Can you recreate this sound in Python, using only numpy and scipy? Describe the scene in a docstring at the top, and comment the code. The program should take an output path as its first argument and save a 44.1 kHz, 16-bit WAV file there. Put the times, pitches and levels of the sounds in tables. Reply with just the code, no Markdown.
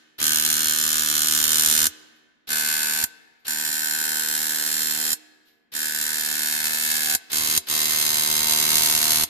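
"""A hard-walled workshop: a pneumatic dot peen marker hammers a steel plate, 77 blows a second, in six runs.
Each blow of the stylus cracks on the plate, rings the sheet-metal housing and thumps the frame.
Pressure builds over a run's first strokes, and the run ends with the piston slamming home.
Exhaust air hisses, the bench shudders and the room rings on, while the microphone moves from
beside the head to in front of it, above it and finally to the stylus."""
import sys
import numpy as np
from scipy import signal
from scipy.fft import rfft, irfft, next_fast_len
from scipy.io import wavfile
from scipy.ndimage import uniform_filter1d, map_coordinates

SR = 44100
rng = np.random.default_rng(int(sys.argv[2]) if len(sys.argv) > 2 else 0)


def master(y):
    """Save y as 16-bit WAV."""
    cut = np.clip(np.atleast_2d(y).T, -1, 1)
    pcm = np.round(cut * 32767)  # scale
    wavfile.write(sys.argv[1], SR, pcm.astype(np.int16))


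N = 409688
BLOW_HZ = 77.2

# runs of marking: first blow t/s, last blow t/s, slam accent/dB, thud level/dB
MARKING_RUNS = [(0.2011, 1.8672, 2, -40), (2.4901, 3.0385, 7.5, -26), (3.467, 5.1288, 4.5, -35),
                (5.7369, 7.1490, 6.5, -30), (7.3170, 7.5757, 6, -26.5), (7.6853, 9.2348, 1, -27)]
# how hard the stylus strikes: t/s, force/dB over a usual blow
STRIKE_FORCE = [(.25, 1.5), (.7, 0.5), (1.2, 1), (1.8, 2.5), (2.5, 0), (3.5, -1.5), (5.1, 0), (5.8, -2),
                (6.9, -0.1), (7.55, 1), (8.25, 1), (8.7, 2.5), (9.2, 2.13)]
# single harder blows: t/s, accent/dB
HARD_BLOWS = [(1.327, 1.5), (4.015, 5), (6.29, 0), (8.755, 4)]
# the piston labours and slows: t/s, drop in blow rate/Hz, half length/s
PISTON_SAGS = [(0.325, 0.76, 0.12), (1.14, 1.5, .16), (2.685, 0.39, 0.35), (5.847, 0.84, .2),
               (6.375, 1.3, .2), (7.054, 0.98, 0.14), (8.117, .8, .28)]
# microphone move: t/s, place (0 beside the head, 1 in front, 2 above, 3 at the stylus)
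MIC_PATH = [(1.9, 0), (2.5, 1), (3.0, 1), (3.7, 2), (5.4, 2), (6.8, 1), (7.1, 1), (7.45, 3)]
# each layer's fader: base level/dB at places 0-3, growth/dB per dB of force
FADERS = {"crack": (-25, -26, -26.5, -26, 1.5), "housing": (-34, -33, -34.5, -35, 0),
          "thump": (-45, -42, -43.5, -41, 1.78), "rumble": (-56.5, -58.5, -60.5, -51.5, 4)}
# tone of the plate's crack: f/Hz, relative level/dB at places 0-3
CRACK_EQ = [(1300, -3, -1.5, -3, -5.5), (2200, 1, -1, -1, 4), (2467, -13, -7, -20, -3.5),
            (2530, 1.5, 8, 3.5, 6.5), (2930, 3.5, -2.5, -4.5, 3), (3530, 6.5, 3.5, 2.5, 7),
            (4650, -0.5, 4, -1.5, 7), (5400, 3, 2.5, 5.5, 7), (5850, 6, 1.5, 1.5, -1.5),
            (6240, 9.5, 2.5, 2.5, 10.5), (6630, 5, -1.5, -1, 4), (7700, 4.5, 1.5, 3.5, 0.5),
            (8160, 0.5, 2, 4.5, 6.5), (9450, 7.5, 4.5, 5, 6), (10500, 5.5, 3.5, 5, 8.5),
            (12000, 9, 7.5, 6.5, 10), (13000, 9, 7, 10, 9), (13820, 5.5, 0, 4.5, 5),
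            (15100, -8.5, -15, -13.5, -7)]
# stylus and plate resonances: f/Hz, width/Hz, level/dB over the crack at places 0-3
STEEL_MODES = [(3170, 170, -0.5, -26, 0, -36.0), (3920, 150, -16.5, -23, -18, -4.5),
               (4250, 150, 6, -1, 10, -0.5), (4900, 150, 5, -14, 6, -4.5), (5210, 190, 1, -8.5, -21, -23.0),
               (5700, 110, -0.5, -17, 0, -21), (6440, 220, -21.5, -3, -15, -7),
               (7235, 430, 7.5, 6.5, 11.5, 6), (8750, 520, 2.5, -10.0, -28, -36),
               (11100, 400, -15, -34, -6.5, -34.5), (13800, 530, -10.5, -10.5, -11, -15)]
# plate ring against tip chatter, stronger where the cover hides the tip: level/dB at places 0-3
PLATE_RING_DB = [-5.5, 7, 11, 0.5]
# tone of the housing's ring: f/Hz, relative level/dB at places 0-3
HOUSING_EQ = [(1016, -12.5, -9, -11.5, -8.5), (1050, -1.5, -11, -18, 5), (1234, 8.5, -10, -9, 5),
              (1340, -5, -7, -17, 5), (1449, 6, 3.5, 4, 2), (1523, 17, 13.5, 16.5, 9),
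              (1614, 10, 4, 6.5, 0), (1680, 13.5, 11.5, 12, 2.5), (1790, 10, 7, 8.5, 13),
              (1855, 4, -4, 5.5, 7.5), (1930, -3, -10.5, -8.5, -10), (2100, -2.5, 8.5, 0.5, 15.5),
              (2380, -8.5, -2, -4, 1), (2620, 7, -18, -1, -1.5)]
# the frame's low buzz: multiple of the blow rate, relative level/dB at places 0-3
FRAME_HARMONICS = [(1, -4.5, -13, -20, -2.5), (2, -5.0, -7, -5.5, 1), (3, 2.5, 3, 4, 6),
                   (4, 3, -2.5, 3.5, 5), (5, -4.5, -5.5, -3.5, 6.5), (6, -5.0, -1.5, 0, -1.5),
                   (7, -12, -7, -5.5, -1.5), (8, -15, -17.5, -12.5, -6), (9, -11, 0.5, 1.5, 9.5),
                   (10, -4.5, 6, 2, -2.5), (11, -17, -14, -7.5, -8), (12, -16, 0.5, 3.5, 11),
                   (13, -10.0, -22.5, -22, 1)]
# stereo balance of the blows: f/Hz, left minus right level/dB at places 0-3
PAN = [(80, 2, -6, -12.5, -2.5), (230, 0.5, -5.5, 7, 2.5), (380, -4.5, 4, -6.5, -13),
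       (700, 1.5, -12.5, -9, 11.5), (1100, 0, -5, -2.5, 4), (1500, 5, 11, 12.5, 5),
       (2150, -9.5, -1, -3.5, -3), (2440, 2, 4, 7.5, 5.5), (3200, -9, -2, -4, -2), (4200, 0.5, 1, 2, -3.5),
       (5500, -4.5, -4.5, -1.5, 1.5), (6900, 3.5, 4, -1.5, 3), (8800, -1.5, -0.5, -1.0, -0.5),
       (14000, -9.5, -11.5, -10, -12)]
# stereo width: f/Hz, side minus mid level/dB
STEREO_WIDTH = [(60, -22), (180, -26), (300, -7), (400, -1), (620, 4.5), (780, 2), (950, 0), (1500, -2),
                (2500, 7)]
# tone of the exhaust: f/Hz, relative level/dB
AIR_EQ = [(1000, 1.5), (4000, 11.5), (9000, -8), (13000, 9.5), (15000, -15.5)]
# puffs of air between runs: t/s, level/dB, rise/s, t60/s
AIR_PUFFS = [(2.07, -96.5, 0.011, 0.34), (2.155, -64, .008, 0.18), (3.39, -69, 0.011, 0.23),
             (5.441, -60, 0.043, 0.35)]
# tone of the bench's shudder: f/Hz, relative level/dB
BENCH_EQ = [(12, -16.5), (25, -18.5), (60, 1), (130, -5), (300, -9), (600, -12), (1200, -4), (2500, -9.5)]
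# the workshop's decay: f/Hz, t60/s
HALL_DECAY = [(80, .7), (260, 2.24), (700, 1.54), (1800, 1.5), (4800, 1), (8000, 0.77), (13000, 0.77)]
# tone of the reverb send: f/Hz, relative level/dB
HALL_EQ = [(60, -29), (250, -5.5), (700, -8), (1350, -10.5), (1540, -9.5), (1750, -9.5), (2650, -9.5),
           (4500, -12), (7300, -16.5), (13000, -25)]
# the quiet room tone: f/Hz, relative level/dB
ROOM_TONE_EQ = [(25, -11.5), (100, -9.5), (250, 5), (700, -10.5), (2000, -4), (5000, -27.5), (14000, -43)]


def plate(times, db, accent_db, box_db=-11, uneven_db=1.33, low_hz=900, fresh_hz=10000, bright_hz=5000):
    """Steel on steel: the tip chatters, the plate rings, the cover traps a short echo."""
    t, hz = blow_axes()
    rise, contact, ring_t60, box_t60, jitter = .0012, .0026, .036, .09, .00004  # seconds
    chatter = np.exp(-(t / contact) ** 4)
    share = places(times)
    after_ring = amp(share @ PLATE_RING_DB - 1.5 * accent_db)[:, None, None]  # a slam is mostly chatter
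    tail = after_ring * np.hypot(amp(-60 * t / ring_t60), amp(box_db - 60 * t / box_t60))
    envelope = (1 - np.exp(-t / rise)) * np.hypot(chatter, tail)
    modes = 1 + sum((share @ amp(levels))[:, None] / (1 + (2 * (hz - centre) / width) ** 2)
                    for centre, width, *levels in STEEL_MODES)
    radiated = hz ** 2 / (hz ** 2 + low_hz ** 2)  # so small a source carries no bass
    bright = amp(.8 * accent_db[:, None] * hz ** 4 / (hz ** 4 + bright_hz ** 4))
    fresh = .04 + .5 * hz ** 2 / (hz ** 2 + fresh_hz ** 2)  # lows repeat, treble differs with every dent
    ringing = scatter(len(times), envelope, fresh, memory=70)
    late, harder = rng.standard_normal((len(times), 2)).T  # the free-flying stylus lands off the beat
    level_db = db + accent_db + 3.0 + uneven_db * harder
    eq = by_place(CRACK_EQ, hz)
    return hammer(times + jitter * late, level_db, ringing, eq, modes * radiated * bright)


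def piston(first_db, build_strokes):
    """The strokes as pressure builds in each run: times, swell in dB, accent in dB (slams, hard blows)."""
    runs = []
    for start, stop, slam_db, _ in MARKING_RUNS:
        s = np.linspace(start, stop, N // SR * 20)
        sag_hz = sum(drop * np.exp(-((s - at) / length) ** 2) for at, drop, length in PISTON_SAGS)
        cycles = np.cumsum(BLOW_HZ - sag_hz) * (s[1] - s[0])
        stroke = np.arange(round(cycles[-1] - cycles[0]) + 1)
        times = np.interp(np.linspace(cycles[0], cycles[-1], len(stroke)), cycles, s)
        swell_db = first_db * np.exp(-(stroke / build_strokes) ** 2)
        hard_db = sum(db * (abs(times - at) < (times[1] - times[0]) / 2) for at, db in HARD_BLOWS)
        runs.append([times, swell_db, slam_db * (stroke == stroke[-1]) + hard_db])
    return np.hstack(runs)


def housing(times, db):
    """The sheet-metal housing answers each blow with a midrange ring."""
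    return panels(times, db, HOUSING_EQ, smear=.0016, t60=.045, echo_db=-10, fresh=.35, uneven_db=.5)


def frame(times, db):
    """The frame thumps almost alike on every blow: a low buzz at multiples of the blow rate."""
    buzz = [(k * BLOW_HZ, *levels) for k, *levels in FRAME_HARMONICS]
    return panels(times, db, buzz, smear=.0022, t60=.04, echo_db=-17, fresh=.06, uneven_db=.3)


def panels(times, db, eq, smear, t60, echo_db, fresh, uneven_db):
    """Struck panels: a smeared knock and short echo in the middle, diffuse ringing at the sides."""
    t, hz = blow_axes()
    echo, diffuse = scatter(len(times), amp(-60 * t / t60), fresh, memory=21).transpose(1, 0, 2)
    mid = (dispersion(smear) + amp(echo_db) * echo) / np.hypot(1, amp(echo_db))
    width = amp(along(STEREO_WIDTH, hz))
    side = width * diffuse
    ringing = np.stack([mid + side, mid - side], axis=1) / np.hypot(1, width)
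    level_db = db + uneven_db * rng.standard_normal(len(times))
    return hammer(times, level_db, ringing, by_place(eq, hz, skirt_db=92.5))


def dispersion(smear, grain_hz=300):
    """Bending waves reach the air later at some frequencies than at others, by about smear seconds."""
    hz = blow_axes()[1]
    lag = smear * abs(map_coordinates(rng.standard_normal(len(hz)), [hz / grain_hz]))
    return np.exp(-2j * np.pi * np.cumsum(lag) * hz[1])


def scatter(count, envelope, fresh, memory, smooth_bins=90):
    """Dense, even ring spectra: a pattern drifting over memory blows as the stylus travels, part fresh."""
    keep = np.exp(-1 / memory)
    steps, new = rng.standard_normal((2, count, 2, envelope.shape[-1]))
    initial = keep * rng.standard_normal((1,) + steps.shape[1:])
    drift = signal.lfilter([np.sqrt(1 - keep ** 2)], [1, -keep], steps, axis=0, zi=initial)[0]
    ring = np.sqrt(1 - fresh) * rfft(drift * envelope) + np.sqrt(fresh) * rfft(new * envelope)
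    return ring / np.sqrt(abs(uniform_filter1d(abs(ring) ** 2, smooth_bins)) + 1e-20)


def hammer(times, db, ringing, spectra, boost=1):
    """Play each blow with the colour and pan of the microphone's place; db sets the rms of the buzz."""
    t, hz = blow_axes()
    share = places(times)
    colour = amp(share @ spectra) * boost
    colour /= np.sqrt(np.mean(colour ** 2, axis=1, keepdims=True))
    pan = amp((share @ by_place(PAN, hz))[:, None] * [[.5], [-.5]])
    pan /= np.sqrt(np.mean(pan ** 2, axis=1, keepdims=True))
    subsample_delay = np.exp(-2j * np.pi * hz * (times - np.round(times * SR) / SR)[:, None])
    hits = irfft(ringing * pan * (minimum_phase(colour) * subsample_delay)[:, None])
    fade = np.minimum(1, 2 * (1 - t / t[-1])) ** 2
    out, period = np.zeros((2, N)), np.median(np.diff(times))
    for s, gain, hit in zip(times, amp(db) * np.sqrt(period * SR), hits):
        add(out, s, gain * hit * fade)
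    return out


def air(exhaust_db=-10):
    """Exhaust hisses from the moment the valve opens, and puffs faintly in the pauses."""
    t = np.arange(N) / SR
    level = amp(fader("crack", t) + exhaust_db) * run_gate(lead=.02, fade=.008)
    for s, db, rise, t60 in AIR_PUFFS:
        attack = np.clip((t - s) / rise, 0, 1)
        level += attack * amp(db - 60 * np.maximum(t - s - rise, 0) / t60)
    return level * noise(AIR_EQ)


def bench(rumble_db=8, thud_hz=75, thud_t60=0.018):
    """The bench shudders under the hammering and thuds when the piston slams home."""
    level = amp(fader("rumble", np.arange(N) / SR) + rumble_db) * run_gate(lead=0.0081, fade=0.013)
    mid, side = noise(BENCH_EQ)
    side = filtered(side, lambda hz: amp(along(STEREO_WIDTH, hz)))
    out = level * np.array([mid + side, mid - side])
    t = blow_axes()[0]
    for _, stop, _, db in MARKING_RUNS:
        add(out, stop, -amp(db - 60 * t / thud_t60) * np.sin(2 * np.pi * thud_hz * t))
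    return out


def workshop(x, earlier_db=-3, earlier_s=0.22, count=3, cycle_s=2):
    """A long hall tail, still dying from an earlier run at the start; crossfades keep it shifting."""
    lead = round((MARKING_RUNS[0][1] + earlier_s) * SR)
    x = np.hstack([amp(earlier_db) * x[:, :lead], x])
    cycle = np.arange(x.shape[1]) / SR / cycle_s
    wet = np.zeros(x.shape)
    for k in range(count):
        hz, t, grains = signal.stft(rng.standard_normal((2, 3 * SR // 2)), SR, nperseg=512)
        decay = amp(along(HALL_EQ, hz)[:, None] - 60 * t / along(HALL_DECAY, hz)[:, None])
        tail = signal.istft(grains * decay, SR, nperseg=512)[1]
        send = np.sqrt((1 + np.cos(2 * np.pi * (cycle + k / count))) / count)
        wet += signal.fftconvolve(x * send, tail / np.linalg.norm(tail[0]), axes=1)[:, :x.shape[1]]
    return wet[:, lead:]


def room_tone(db=-73.5):
    """A faint, steady, dark bed of noise."""
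    return amp(db) * noise(ROOM_TONE_EQ)


def run_gate(lead, fade):
    """1 while the air valve is open, fading in from lead seconds before each run."""
    t = np.arange(N) / SR
    return sum(np.clip((t - start + lead) / fade, 0, 1) * np.clip((stop - t) / fade + 1, 0, 1)
               for start, stop, _, _ in MARKING_RUNS)


def fader(layer, s):
    """A layer's base level in dB at times s, riding the microphone's place and the force of the blows."""
    *place_db, growth = FADERS[layer]
    return places(s) @ place_db + growth * np.interp(s, *np.transpose(STRIKE_FORCE))


def places(times):
    """How near the microphone is to each of its places: rows of shares."""
    s, place = np.transpose(MIC_PATH)
    return np.transpose([np.interp(times, s, place == k) for k in np.unique(place)])


def by_place(rows, hz, skirt_db=0):
    """One dB curve per place, falling skirt_db an octave beyond the table's ends."""
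    f, *columns = np.transpose(rows)
    octaves = np.abs(np.log2((hz + 1) / (np.clip(hz, f[0], f[-1]) + 1)))
    return np.array([along(np.c_[f, column], hz) for column in columns]) - skirt_db * octaves


def blow_axes(size=4096):
    """Time and frequency axes of one blow."""
    return np.arange(size) / SR, np.fft.rfftfreq(size, 1 / SR)


def amp(db):
    return 10 ** (np.asarray(db) / 20)


def along(points, hz):
    """A curve through (f/Hz, value) points on a log axis."""
    f, values = np.transpose(points)
    return np.interp(np.log(hz + 1), np.log(f + 1), values)


def filtered(x, response):
    """x through an EQ given as a function of frequency."""
    size = next_fast_len(x.shape[-1] + SR // 4)
    return irfft(rfft(x, size) * response(np.fft.rfftfreq(size, 1 / SR)), size)[..., :x.shape[-1]]


def noise(eq):
    """Coloured stereo noise of rms 1."""
    x = filtered(rng.standard_normal((2, N)), lambda hz: amp(along(eq, hz)))
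    return x / np.sqrt(np.mean(x ** 2) + 1e-20)


def minimum_phase(gain):
    """The response with this gain and no pre-ring."""
    cepstrum = irfft(np.log(np.maximum(gain, 1e-6)))
    half = cepstrum.shape[-1] // 2
    cepstrum[..., 1:half] *= 2
    cepstrum[..., half + 1:] = 0
    return np.exp(rfft(cepstrum))


def add(out, s, sound):
    """Mix a sound in at time s."""
    part = out[:, max(round(s * SR), 0):][:, :sound.shape[-1]]
    part += sound[..., :part.shape[-1]]


def scene():
    """The marker, its air and its bench in the workshop."""
    times, swell_db, accent_db = piston(first_db=-9, build_strokes=.6)
    crack_db, ring_db, thump_db = (fader(layer, times) + swell_db
                                   for layer in ("crack", "housing", "thump"))
    marker = plate(times, crack_db, accent_db)
    marker += housing(times, ring_db + 0.17 * accent_db)  # heavier parts take only a share of a slam
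    marker += frame(times, thump_db + 0.53 * accent_db)
    marker += air() + bench()
    return marker + amp(-24) * workshop(marker) + room_tone()


def record(dry, ceiling=.85, edge_hz=14300, top_hz=15730, db_per_hz=-.04):
    """Soft-clip the tallest peaks and roll the top treble off steeply, up to a hard cut."""
    rounded = dry / (1 + (dry / ceiling) ** 4) ** (1 / 4)
    return filtered(rounded, lambda hz: amp(db_per_hz * np.maximum(hz - edge_hz, 0)) * (hz < top_hz))


dry = scene()
out = record(dry)
master(out)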